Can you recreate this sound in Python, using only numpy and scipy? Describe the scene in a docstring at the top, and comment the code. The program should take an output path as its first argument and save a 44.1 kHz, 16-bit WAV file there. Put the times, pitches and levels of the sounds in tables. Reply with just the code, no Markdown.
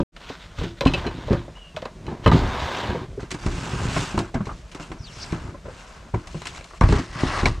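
"""In a van and on a plywood deck: a plastic crate of spray cans is dragged out, set on the deck and pushed along;
then a plastic toolbox is slid over the floor mat, lifted and dropped on the deck. Random stick-slip impulses
excite damped modes in the slides; short force pulses excite them in the blows and snaps. Sleeves rustle as patchy
hiss; two bird calls and a fingertip squeak are wavering sines; the street is filtered noise.
The sound opens on the end of a thud, stops, and fades back in."""
import sys
import numpy as np
from scipy import signal
from scipy.fft import rfft, irfft, next_fast_len
from scipy.io import wavfile
from scipy.ndimage import uniform_filter1d

SR = 44100
rng = np.random.default_rng(int(sys.argv[2]) if len(sys.argv) > 2 else 0)


def transcribe(u):
    """Save the signal u as a 16-bit wav file named by the first command-line argument.

    u: samples, shape (n,) or (channels, n), limited to [-1, 1]; the rate is SR.
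    q: integer samples, one column per channel.
    """
    v = np.clip(np.atleast_2d(u).T, -1, 1)
    q = np.round(v * 32767).astype(np.int16)
    wavfile.write(sys.argv[1], SR, q)


N = 335160

# All levels are those before the stereo image and the microphone.
# Slides, one list of breakpoints per move: [t/s, wall scrape level/dB, van floor boom level/dB,
# deck rumble level/dB, grit and cloth hiss level/dB]
CRATE_MOVES = [
    [(0.14, -71, -63, -63, -83), (0.192, -68, -63, -63, -74), (0.206, -51.5, -58, -59, -50.5),
     (0.34, -48, -57, -55, -44.5), (0.386, -59, -63, -59, -53.5), (0.428, -53, -43, -64, -48),
     (0.5, -60, -34, -54, -57)],
    [(0.5, -62, -41, -56, -57), (0.55, -52.5, -51, -51, -57), (0.596, -57, -22, -51, -39.5),
     (0.68, -60, -50, -52, -46), (0.728, -57, -36, -44, -53), (0.758, -68, -54, -54, -69),
     (0.79, -60, -49, -52, -45)],
    [(0.88, -55, -39, -32, -50), (0.922, -47, -45, -32, -42), (0.976, -34.5, -29, -37, -40),
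     (1.102, -42, -30, -36, -50.5), (1.118, -38, -27, -55, -51), (1.148, -48, -37, -34, -49),
     (1.25, -41.5, -32, -39.5, -49.5)],
    [(1.25, -59, -37, -42, -54), (1.274, -45, -25, -35, -44.5), (1.402, -45, -31, -36, -50.5),
     (1.522, -63.5, -75, -51, -69), (1.576, -47, -63, -50, -60), (1.596, -58, -59, -65, -72),
     (1.73, -73, -57, -53, -81)],
    [(1.78, -64, -54, -54, -60), (1.834, -61, -68, -49, -63), (1.846, -72, -49, -55, -71),
     (1.978, -60, -67, -45, -84), (2.11, -45.5, -58, -31, -51), (2.218, -52, -59, -44, -68),
     (2.25, -35, -31, -42, -36)],
    [(2.33, -37, -20, -13, -31), (2.44, -30.5, -24, -26, -40.5), (2.634, -30, -25, -48, -36.5),
     (2.804, -31, -50, -40, -36), (2.902, -31, -21.5, -27, -42), (2.992, -39, -45, -30, -48),
     (3.06, -44, -39, -37, -57)],
    [(3.07, -62, -48, -46, -66), (3.1, -67, -42, -34, -74), (3.126, -67, -27, -39, -67),
     (3.18, -77, -34.5, -46, -79)],
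]
BOX_MOVES = [
    [(3.19, -78, -40, -40, -66), (3.216, -58, -60, -36, -51), (3.232, -64, -48, -47, -49),
     (3.302, -65, -56, -54, -77), (3.364, -58, -36, -45, -65), (3.392, -47, -60, -45, -47),
     (3.43, -49, -34, -40, -45)],
    [(3.43, -42, -36, -35, -43.5), (3.484, -44, -18, -33.5, -43), (3.676, -38, -41, -28, -40.5),
     (3.786, -36.5, -24, -27.5, -41), (4.02, -35.5, -26, -28, -33.5), (4.084, -39.5, -45, -38, -39),
     (4.3, -47.5, -41, -58.5, -58)],
    [(4.4, -50, -29, -41, -70), (4.41, -52, -50, -49, -62), (4.512, -55, -39, -56, -53),
     (4.54, -68, -27, -47, -56.5), (4.598, -76, -53, -52, -56), (4.652, -62, -33, -60, -70),
     (4.7, -62, -42, -52, -59)],
    [(4.72, -54, -51, -48, -50), (4.732, -59, -68, -50, -55), (4.772, -57, -47, -45, -73),
     (4.806, -44, -53, -48, -54), (4.826, -46, -48, -41.5, -45.5), (4.956, -61, -59, -41, -66),
     (4.98, -48, -30, -42, -64)],
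    [(5.0, -54, -26, -44, -71), (5.046, -64, -61, -47.5, -59), (5.058, -57.5, -49, -47, -55.5),
     (5.202, -48, -39, -49, -45), (5.324, -43.5, -33, -39, -48), (5.5, -46.5, -32, -37, -57),
     (5.62, -98, -40, -54, -95)],
    [(5.65, -55, -35, -38.5, -59.5), (5.818, -50.5, -51, -56, -50.5), (5.868, -50, -54, -61, -54.5),
     (5.89, -48.5, -65, -64, -52.5), (5.97, -50, -44, -62, -57), (6.076, -54, -56, -43, -67),
     (6.1, -49, -41, -50, -62)],
    [(6.18, -58, -28, -53, -56), (6.248, -51, -53, -61, -58), (6.308, -50.5, -29, -72, -53),
     (6.33, -64, -39, -48, -50.5), (6.596, -43.5, -41, -51, -47.5), (6.62, -58, -61, -63, -57.5),
     (6.79, -76, -54, -63, -52.5)],
]
BOX_ON_DECK_MOVES = [
    [(6.83, -50, -1, -51, -68), (6.886, -41, -13, -47, -39), (6.942, -40, -14, -40, -38),
     (6.972, -31, -18, -33, -38.5), (7.012, -40, -38, -43, -45), (7.08, -50, -40, -41.5, -49),
     (7.1, -45, -46, -44, -51)],
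    [(7.1, -48, -25, -56, -49.5), (7.204, -32.5, -40, -36.5, -37.5), (7.24, -34, -25.5, -42, -37.5),
     (7.332, -29, -27, -39.5, -38), (7.398, -28, -29, -39.5, -35), (7.44, -36, -19, -50, -41),
     (7.6, -51.5, -29, -45, -56.5)],
]
# Blows of the load: [t/s, knock peak level/dB, thud peak level/dB, rattle t60/s, added panel mode f/Hz,
# added thud mode f/Hz, hollowness (strength of the panel mode) level/dB]
CRATE_BLOWS = [(0.0, -17.5, -8.5, 0.074, 550, 50, 10), (0.163, -37, -64, 0.048, 1290, 51.1, 17),
               (0.299, -26, -31.5, 0.058, 513, 267, -14), (0.582, -29.5, -24, 0.21, 1217, 70.0, 13),
               (0.611, -22.5, -19, 0.081, 460, 104, 18), (0.634, -26, -20, 0.27, 423, 110, 8),
               (0.809, -15.5, -48.5, 0.23, 560, 290, 10), (0.859, -7.5, 1, 0.034, 600, 269, -1),
               (0.868, -30, -15, 0.19, 550, 288, 14), (0.937, -19.5, -21, 0.14, 549, 343, 10),
               (1.044, -23, -30, 0.24, 1560, 105, 12), (1.061, -17, -21, 0.12, 422, 334, 24),
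               (1.28, -23.5, -26, 0.27, 550, 114, 22), (1.305, -12, -8.5, 0.064, 408, 167, 18),
               (1.329, -14, -16, 0.13, 550, 158, 6), (1.479, -30.5, -37, 0.09, 592, 78.1, 27),
               (1.744, -38, -31.5, 0.14, 463, 153, 6), (1.767, -21, -27, 0.041, 615, 152, 23),
               (1.822, -23, -51, 0.068, 600, 51.4, 20), (1.854, -21, -54, 0.1, 613, 88.8, 12),
               (2.079, -21, -17.5, 0.12, 410, 167, 4), (2.111, -25.5, -28, 0.27, 398, 230, 2),
               (2.26, -5, -4.5, 0.051, 950, 307, 12), (2.273, -9, -2, 0.14, 880, 78.1, -8),
               (2.315, -5, -5, 0.034, 910, 81, 12), (2.348, -12.5, -13, 0.21, 413, 70.0, 5),
               (2.946, -17.5, -31, 0.11, 490, 111, 16), (3.049, -55, -44, 0.056, 401, 51.1, 10)]
BOX_BLOWS = [(3.175, -23, -25, 0.078, 414, 262, 24), (3.227, -26, -25, 0.054, 340, 365, 19),
             (3.315, -26, -28, 0.09, 360, 317, 13), (3.344, -20.5, -25, 0.054, 348, 295, 8),
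             (3.46, -18.5, -16, 0.15, 383, 129, 2.8), (3.963, -13.5, -16, 0.047, 377, 281, 4.1),
             (4.14, -23, -13, 0.11, 361, 214, 6.8), (4.175, -10.5, -8.5, 0.027, 375, 250, 3.7),
             (4.188, -19, -13, 0.15, 361, 191, 3.5), (4.232, -28, -26.5, 0.041, 348, 178, 5.5),
             (4.341, -19.5, -30, 0.034, 361, 80.7, 4.2), (4.352, -18, -11.5, 0.072, 384, 210, 4.1),
             (4.405, -25, -14, 0.05, 630, 196, 6.6), (4.468, -26, -22, 0.08, 915, 51.1, 5),
             (4.491, -25, -39.5, 0.05, 1176, 51.4, 24), (4.511, -30, -27.5, 0.073, 1176, 70.0, 23),
             (4.75, -25, -47, 0.061, 390, 61.9, 3.8), (4.797, -28, -30.5, 0.053, 715, 297, 7.3),
             (4.915, -23.5, -22, 0.041, 337, 304, 8.7), (5.325, -19.5, -8, 0.017, 385, 333, 6.5),
             (5.543, -30.5, -48, 0.043, 573, 100, 16), (5.654, -30, -38, 0.15, 520, 102, 24),
             (5.681, -27.5, -38, 0.065, 566, 122, 24), (6.135, -30, -23.5, 0.057, 363, 200, 8),
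             (6.14, -18.5, -12.5, 0.11, 462, 113, 4.4), (6.272, -37, -35.5, 0.07, 681, 51.1, 8),
             (6.344, -29.5, -20.5, 0.084, 570, 160, 6.4), (6.416, -26.5, -40, 0.054, 1210, 51.1, 5.1),
             (6.456, -30.5, -48, 0.079, 1360, 53.8, 8), (6.61, -37, -46, 0.045, 600, 105, 8),
             (6.649, -41, -43, 0.05, 1110, 51, 8), (6.709, -35, -50, 0.038, 1180, 51.7, 9.8),
             (6.734, -31.5, -44, 0.081, 1180, 67.3, 14), (6.811, -8.5, -3.5, 0.099, 1110, 135, 12),
             (6.888, -19.5, -7, 0.15, 370, 73.4, 4.7), (6.922, -9.5, -5, 0.14, 420, 72, 2.7),
             (6.989, -26, -12, 0.053, 412, 258, 4.5), (7.155, -34, -20.5, 0.022, 985, 151, 8),
             (7.233, -17, -5.5, 0.017, 353, 85, 14), (7.428, -22, -9.5, 0.15, 800, 82, 7.4),
             (7.456, -12.5, -10, 0.076, 965, 163, 10), (7.486, -40, -14, 0.059, 1170, 118, 8.8)]
# Snaps of cans in the crate, and of latch and tools in the box:
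# [t/s, peak level/dB, rattle t60/s, ringing share/0-1, added ring f/Hz]
CAN_SNAPS = [(0.0004, -28.5, 0.12, 0.2, 2850), (0.163, -30, 0.034, 0.4, 2820),
             (0.2894, -28.5, 0.12, 0.34, 4740), (0.5847, -26.5, 0.04, 0, 3400),
             (0.6342, -27.5, 0.09, 0.2, 3360), (0.8078, -14, 0.026, 0.42, 2500),
             (0.8525, -20.5, 0.047, 0.65, 2870), (0.8684, -15, 0.069, 0.78, 2730),
             (0.9355, -15, 0.068, 0.96, 2600), (1.065, -26, 0.056, 0.8, 4010),
             (1.3044, -49, 0.04, 0.65, 2410), (1.3284, -24.5, 0.034, 0.4, 2570),
             (1.7628, -22, 0.055, 0.36, 2360), (1.8193, -29, 0.044, 0.2, 2960),
             (1.852, -28.5, 0.04, 0.2, 4500), (2.0652, -34, 0.032, 0.65, 2670),
             (2.2605, -14.5, 0.022, 1, 2930), (2.2736, -19.5, 0.051, 0.7, 2950),
             (2.314, -21.5, 0.04, 0.3, 3860), (2.3466, -35, 0.035, 0.3, 3040)]
LATCH_SNAPS = [(3.2044, -35, 0.038, 0.3, 2260), (3.3064, -22.5, 0.081, 0.38, 2120),
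               (3.3142, -16.5, 0.046, 0.16, 4700), (3.343, -27, 0.028, 0.35, 2700),
               (3.463, -23, 0.031, 0.15, 2820), (3.9618, -21, 0.028, 1, 2540),
               (4.177, -20.5, 0.016, 0.21, 2330), (4.1892, -16, 0.034, 0.13, 2340),
               (4.3435, -27.5, 0.034, 0.52, 2440), (4.455, -32, 0.055, 0.55, 3910),
               (4.4697, -31.5, 0.041, 0.42, 2640), (4.7154, -32, 0.047, 0.32, 2860),
               (4.7478, -24.5, 0.039, 0.26, 3730), (4.7984, -28.5, 0.028, 0.42, 2510),
               (4.917, -32, 0.028, 0.67, 2140), (5.241, -28, 0.016, 0.68, 4460),
               (5.3226, -27.5, 0.028, 0.6, 2840), (6.145, -30.5, 0.033, 0.81, 2140),
               (6.272, -28, 0.034, 0.21, 2100), (6.4189, -24.5, 0.0093, 0.31, 2780),
               (6.4551, -24, 0.034, 0.23, 2970), (6.4697, -18.5, 0.033, 0.19, 2950),
               (6.5472, -29, 0.025, 0.55, 2200), (6.5734, -32, 0.023, 0.35, 2120),
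               (6.6095, -34, 0.039, 0.61, 2620), (6.642, -31, 0.034, 0.32, 2350),
               (6.8099, -15, 0.083, 0.73, 2320), (6.888, -25.5, 0.028, 0.3, 4090),
               (6.9244, -24, 0.028, 0.35, 2130), (6.9884, -25.5, 0.084, 0.32, 2450),
               (7.4567, -6.5, 0.017, 1, 2210), (7.485, -40, 0.015, 0.35, 2100)]

# Modes of each body, before any spread or added damping: [f/Hz, relative level/dB, t60/s]
CRATE = [(513, 8, 0.0067), (623, -8, 0.018), (750, 9, 0.01), (919, 2.5, 0.031), (1022, 2.5, 0.03),
         (1200, 3.5, 0.032), (1590, 8, 0.0097), (1980, -8.5, 0.031)]
BOX = [(510, -41, 0.057), (664, -17, 0.14), (803, -2, 0.016), (984, -8.5, 0.024), (1075, 6.5, 0.022),
       (1297, 4, 0.022), (1530, 3, 0.021), (1915, -9, 0.039), (2320, -16, 0.0033)]
FLOOR = [(34.8, -1.5, 0.37), (42.2, -15, 0.13), (62.7, -12, 0.27), (73, -8.5, 0.16), (87.7, -0.5, 0.053)]  # of the van
DECK = [(121.1, 0.5, 0.23), (161, 4.5, 0.11), (207.7, 5, 0.057), (258.3, -5, 0.18), (307.3, -13, 0.36),
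        (347, -7, 0.28), (370, -14.5, 0.17)]
CANS = [(2600, 1, 0.034), (2560, -17, 0.12), (2950, -7.5, 0.12), (3076, 0, 0.014), (3680, -22, 0.034),
        (4025, -5.5, 0.08), (4740, -17, 0.04)]
LATCH = [(2250, 14, 0.014), (3440, 0, .012), (4060, 4, 0.021), (5500, -5, 0.013), (6950, -37, .012)]

# Spectra of rough contact: [f/Hz, relative level/dB]
CRATE_GRIT = [(880, -16), (1500, 1.5), (1630, -6), (1930, -4.5), (2250, -6), (3660, -4), (4260, -9.5),
              (7100, -21), (10400, -37), (13500, -26), (22000, -120)]
BOX_GRIT = [(880, -4), (1500, -3), (1790, -2), (1940, -3), (2750, 1.5), (3190, -3.5), (4260, -4.5),
            (5260, -6), (7640, -8.5), (10400, -21), (13500, -27.5), (22000, -120)]
PLYWOOD_GRIT = [(880, -34), (1500, -14), (1900, -0.5), (2360, -7.5), (2730, -4), (3210, -9), (4030, -8),
                (5220, -10.5), (8840, -21.5), (10400, -29), (13500, -40), (22000, -120)]

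# Shaking of the load after a blow, in the order walls, floor, deck, grit: [level relative to the blow/dB], [t60/s]
SHAKE_DB = [-14.5, -23, -17.5, -19.5]
SHAKE_T60_S = [0.17, 0.41, 0.19, 0.15]

# Bird calls and a squeaky finger stroke, one list per whistle: [t/s, pitch f/Hz, level/dB, rms waver/share of pitch]
WHISTLES = [
    [(1.55, 2850, -47, 0.016), (1.585, 3010, -46, 0.028), (1.63, 2865, -48, 0.035),
     (1.68, 2850, -48, 0.036), (1.74, 2670, -61, .02)],
    [(4.985, 5600, -52, .03), (5.01, 5460, -55, .04), (5.04, 4820, -45, 0.041), (5.08, 3340, -48, .06),
     (5.12, 2550, -60, .06)],
    [(5.0, 5860, -60, .02), (5.03, 5900, -60, 0.017), (5.1, 5600, -56, 0.026), (5.13, 5630, -58, .03)],
    [(5.13, 5300, -49, 0.072), (5.18, 5220, -52, 0.08), (5.23, 5000, -33, 0.14), (5.255, 5270, -70, 0.045)],
]
# Spectrum of the street: [f/Hz, relative level/dB]
STREET = [(12, -35), (20, 21.5), (60, 10.5), (112, -21), (158, 5), (296, -14), (649, -7), (779, -17),
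          (1070, -14), (1390, -16.5), (6840, -26.5), (9120, -33), (10400, -36), (13500, -39), (22000, -120)]
# Side signal against the mid, before the width: [f/Hz, level/dB]
SIDE_DB = [(60, -31), (120, -25), (260, -24.5), (540, -16.5), (1110, -10), (2310, -4.5), (4790, -13),
           (9940, -11)]
# Image, narrow at first and then opening: [t/s, width level/dB, left over right before the bass is centred level/dB]
IMAGE = [(0, -32, 0), (3.15, -65, 0), (3.22, 1, -1.5), (4.1, -1, 0), (5.1, 2, 1.5), (6.5, 2, 2.5),
         (7.6, -3.5, 1.5)]
# Microphone response: [f/Hz, level/dB]
MICROPHONE = [(18, -26), (45, -2), (9000, 2), (11000, -4.5), (14000, -8), (16000, -35)]

STREET_DB = -41.5  # rms
CRATE_RISE_S, BOX_RISE_S, CAN_RISE_S, LATCH_RISE_S, SHAKE_RISE_S = 0.0016, 0.001, 0.0016, 0.0008, 0.0047
# Main contact added, against the largest impact of the rattle; the latch cracks harder than the cans
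BLOW_CONTACT, CAN_CONTACT, LATCH_CONTACT = 1, 0.57, 0.88
STOP_S, FADE_START_S, FADE_END_S = 0.033, 0.12, 0.18
EDGE_HZ = 15700


def rub(moves, hits, ticks, walls, grit):
    """Stick-slip friction: slips drive walls, floor, deck and hiss, while contact damps the walls."""
    start_s = moves[0][0][0]
    t = np.arange(start_s, moves[-1][-1][0], 1 / SR)
    n = len(t)
    power = slide_power(t, moves)
    add_shaking(power, t, hits, ticks)
    # contact pressure flickers
    flicker = gain_of(0.45 * evened(uniform_filter1d(rng.standard_normal(n), 500)))
    # three differently tuned contact points
    body = sum(signal.oaconvolve(slips(n, 3000, 2.53), ring(walls, 0, 0.043, 1.35))[:n] for _ in range(3))
    boom = signal.oaconvolve(slips(n, 300, 1.3), ring(FLOOR, size=12000))[:n]
    rumble = signal.oaconvolve(slips(n, 500, 2.3), ring(DECK, 0, 0, 1.55, size=8000))[:n]
    hiss = patchy_hiss(n, grit)
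    parts = evened(body) * flicker, evened(boom), evened(rumble), evened(hiss) * flicker
    ends = signal.windows.tukey(n, 800 / n)
    out = np.zeros(N)
    add(out, start_s, ends * (np.sqrt(abs(power)) * parts).sum(0))
    return out


def slide_power(t, moves):
    """Powers of independent motions add: sums the walls, floor, deck and grit curves of all moves."""
    power = np.zeros((4, len(t)))
    for s, *levels in map(np.transpose, moves):
        curves = [gain_of(2 * np.interp(t, s, db, left=-150, right=-150)) for db in levels]
        power += uniform_filter1d(curves, size=600)
    return power


def add_shaking(power, t, hits, ticks):
    """Free decay: after a blow or snap the load keeps shaking, and the power of each layer dies away."""
    # -150 dB leaves a layer unshaken
    jolts = [(s, knock, thud, thud, -150) for s, knock, thud, *_ in hits]
    jolts += [(s, -150, -150, -150, snap) for s, snap, *_ in ticks]
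    age = np.arange(SR // 2) / SR
    dying = gain_of(-120 * age / np.array(SHAKE_T60_S)[:, None])  # power, hence twice 60 dB
    dying = dying * np.minimum(age / SHAKE_RISE_S, 1) ** 2
    for s, *levels in jolts:
        if t[0] - 0.03 < s < t[-1]:
            for layer, db, tail in zip(power, np.add(levels, SHAKE_DB), dying):
                add(layer, max(s - t[0], 0), gain_of(2 * db) * tail)


def patchy_hiss(n, grit):
    """Asperity noise: contact spots come and go, so each region of time and frequency varies in level."""
    z = signal.stft(coloured(slips(n, 6000, 0.38), grit), nperseg=256)[2]
    patches = uniform_filter1d(rng.standard_normal(z.shape), size=4, axis=0)
    patches = uniform_filter1d(patches, size=10, axis=1)
    return signal.istft(z * gain_of(1.6 * evened(patches)), nperseg=256)[1][:n]


def blows(rows, walls, rise):
    """Impact excitation of modes: a contact and a short rattle ring the walls, and a blunt push the floor and deck."""
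    out = np.zeros(N)
    for s, knock_db, thud_db, t60, panel_hz, thud_hz, hollow_db in rows:
        t, shape, force = rattle(t60, rise, BLOW_CONTACT)
        shove = rng.standard_normal(len(t)) * shape * np.minimum(t / 0.0014, 1)
        shove = signal.oaconvolve(shove, np.hanning(40))  # the heavy push is blunt
        contact_size = 3 + round(0.5 * SR / panel_hz)  # a low panel means a long, soft contact
        soft = signal.oaconvolve(force, np.hanning(contact_size))
        panel = ring(walls, 5.3, 0.043) + ring([(panel_hz, hollow_db, 0.04)])
        ground = ring(FLOOR + DECK, 1.1, 0.04, size=8000) + ring([(thud_hz, 8, 0.1)], size=8000)
        knock = signal.oaconvolve(soft, panel)
        thud = signal.oaconvolve(shove, ground)
        add(out, s, gain_of(knock_db) * knock / abs(knock).max())
        add(out, s, gain_of(thud_db) * thud / abs(thud).max())
    return out


def snaps(rows, metal, grit, rise, contact):
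    """Impact of small stiff bodies: hard parts clink together over a dry crack."""
    out, crack = np.zeros(N), causal(grit)
    for s, db, t60, share, clink_hz in rows:
        t, _, tick = rattle(t60, rise, contact)
        part = ring(metal, 1.5, 0.01, size=2500) + ring([(clink_hz, 3, 0.022)], size=2500)
        clink = signal.oaconvolve(tick, part)[:len(t)]
        dry_crack = signal.oaconvolve(tick, crack)[:len(t)]
        snap = share * evened(clink) + (1 - share) * evened(dry_crack)
        add(out, s, gain_of(db) * snap / abs(snap).max())
    return out


def whistle(rows):
    """Frequency modulation and multipath: a quickly wavering sine is blurred by echoes; returns start and sound."""
    s, *columns = np.transpose(rows)
    t = np.arange(s[0], s[-1], 1 / SR)
    hz, db, waver = (np.interp(t, s, c) for c in columns)
    hz = hz * (1 + waver * evened(uniform_filter1d(rng.standard_normal(len(t)), size=40)))
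    tone = gain_of(db) * np.sin(2 * np.pi * np.cumsum(hz) / SR)
    echoes = slips(2000, 770, 1.5) * gain_of(-40 * np.arange(2000) / 2000)
    return s[0], signal.oaconvolve(tone, echoes / np.linalg.norm(echoes))


def street():
    """Stationary noise: a steady background of fixed spectrum and rms level."""
    return gain_of(STREET_DB) * evened(coloured(rng.standard_normal(N), STREET))


def rattle(t60, rise, contact):
    """Repeated impact: the force is a main contact and a dying shower of small ones; returns time, shape, force."""
    t = np.arange(SR // 9) / SR
    shape = gain_of(-60 * t / t60) * np.minimum(t / rise, 1)
    force = slips(len(t), 6000, 1.88) * shape
    force[round(rise * SR)] += contact * abs(force).max()
    return t, shape, force


def slips(count, per_s, spread_db):
    """Random impulse process: tiny impacts of a rough contact, a few of them large."""
    size = gain_of(spread_db * np.minimum(rng.exponential(1, count), 5))
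    return size * rng.standard_normal(count) * (rng.random(count) < per_s / SR)


def ring(modes, spread_db=0., detune=0., damping=1.0, size=4000):
    """Modal superposition: an impulse response whose mode strengths and tunings vary with the place struck."""
    hz, db, t60 = np.transpose(modes)[:, :, None]
    strength, tuning = rng.standard_normal((2, len(modes), 1))
    t = np.arange(size) / SR
    decay = gain_of(db + spread_db * strength - 60 * damping * t / t60)
    return (decay * np.sin(2 * np.pi * hz * (1 + detune * tuning) * t)).sum(0)


def coloured(x, points):
    """Linear filtering: multiplies the spectrum of x by a response of (f/Hz, level/dB) points."""
    hz, db = np.transpose(points)
    size = next_fast_len(len(x) + 2048)
    f = np.fft.rfftfreq(size, 1 / SR)
    response = gain_of(np.interp(np.log(f + 1), np.log(hz), db))
    return irfft(rfft(x, size) * response, size)[:len(x)]


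def causal(points):
    """Minimum phase: the Hilbert transform of the log gain gives an impulse response with an immediate onset."""
    hz, db = np.transpose(points)
    f = abs(np.fft.fftfreq(2048, 1 / SR))
    log_gain = np.log(gain_of(np.interp(np.log(f + 1), np.log(hz), np.maximum(db, -90))))
    return np.fft.ifft(np.exp(np.conj(signal.hilbert(log_gain)))).real[:1024]


def gain_of(db):
    """Logarithmic level: converts dB to an amplitude ratio."""
    return 10 ** (np.asarray(db) / 20)


def evened(x):
    """Normalisation: scales x to unit rms."""
    return x / np.sqrt(np.mean(x ** 2) + 1e-20)


def add(mix, s, sound):
    """Superposition: adds a sound into mix, in place, from s seconds on."""
    part = mix[round(s * SR):][:len(sound)]
    part += sound[:len(part)]


def stereo(mid):
    """Diffuseness: one close source field, with a weak diffuse part that differs between the two sides."""
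    z = signal.stft(mid, nperseg=256)[2]
    # a random phase in each cell of time and frequency makes this part diffuse
    turn = np.exp(2j * np.pi * rng.random(z.shape))
    diffuse = coloured(signal.istft(z * turn, nperseg=256)[1][:N], SIDE_DB)
    s, width_db, pan_db = np.transpose(IMAGE)
    t = np.arange(N) / SR
    upper = coloured(mid, [(150, -20), (900, -2.5)])  # bass reaches both sides nearly alike
    pan = np.tanh(np.log(gain_of(np.interp(t, s, pan_db))) / 2)
    side = diffuse * gain_of(np.interp(t, s, width_db)) + upper * pan
    return np.array([mid + side, mid - side])


def scene():
    """Superposition: the slides, blows, snaps, whistles and street add up before the stereo image."""
    mid = rub(CRATE_MOVES, CRATE_BLOWS, CAN_SNAPS, CRATE, CRATE_GRIT)
    mid += rub(BOX_MOVES, BOX_BLOWS, LATCH_SNAPS, BOX, BOX_GRIT)
    mid += rub(BOX_ON_DECK_MOVES, BOX_BLOWS, LATCH_SNAPS, BOX, PLYWOOD_GRIT)
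    mid += blows(CRATE_BLOWS, CRATE, CRATE_RISE_S)
    mid += blows(BOX_BLOWS, BOX, BOX_RISE_S)
    mid += snaps(CAN_SNAPS, CANS, CRATE_GRIT, CAN_RISE_S, CAN_CONTACT)
    mid += snaps(LATCH_SNAPS, LATCH, BOX_GRIT, LATCH_RISE_S, LATCH_CONTACT)
    for rows in WHISTLES:
        add(mid, *whistle(rows))
    mid += street()
    return stereo(mid)


def record(dry):
    """Transduction: microphone colour, a cut to silence and a fade-in, soft saturation, then the band limit."""
    t = np.arange(N) / SR
    fade_in = np.clip((t - FADE_START_S) / (FADE_END_S - FADE_START_S), 0, 1)
    gate = (t < STOP_S) + fade_in
    heard = np.array([coloured(x, MICROPHONE) for x in dry]) * gate
    held = 1.219 * np.tanh(heard / 1.154)
    band_limit = signal.firwin(511, EDGE_HZ, window=("kaiser", 9), fs=SR)
    return signal.oaconvolve(held, band_limit[None], "same")


dry = scene()
out = record(dry)
transcribe(out)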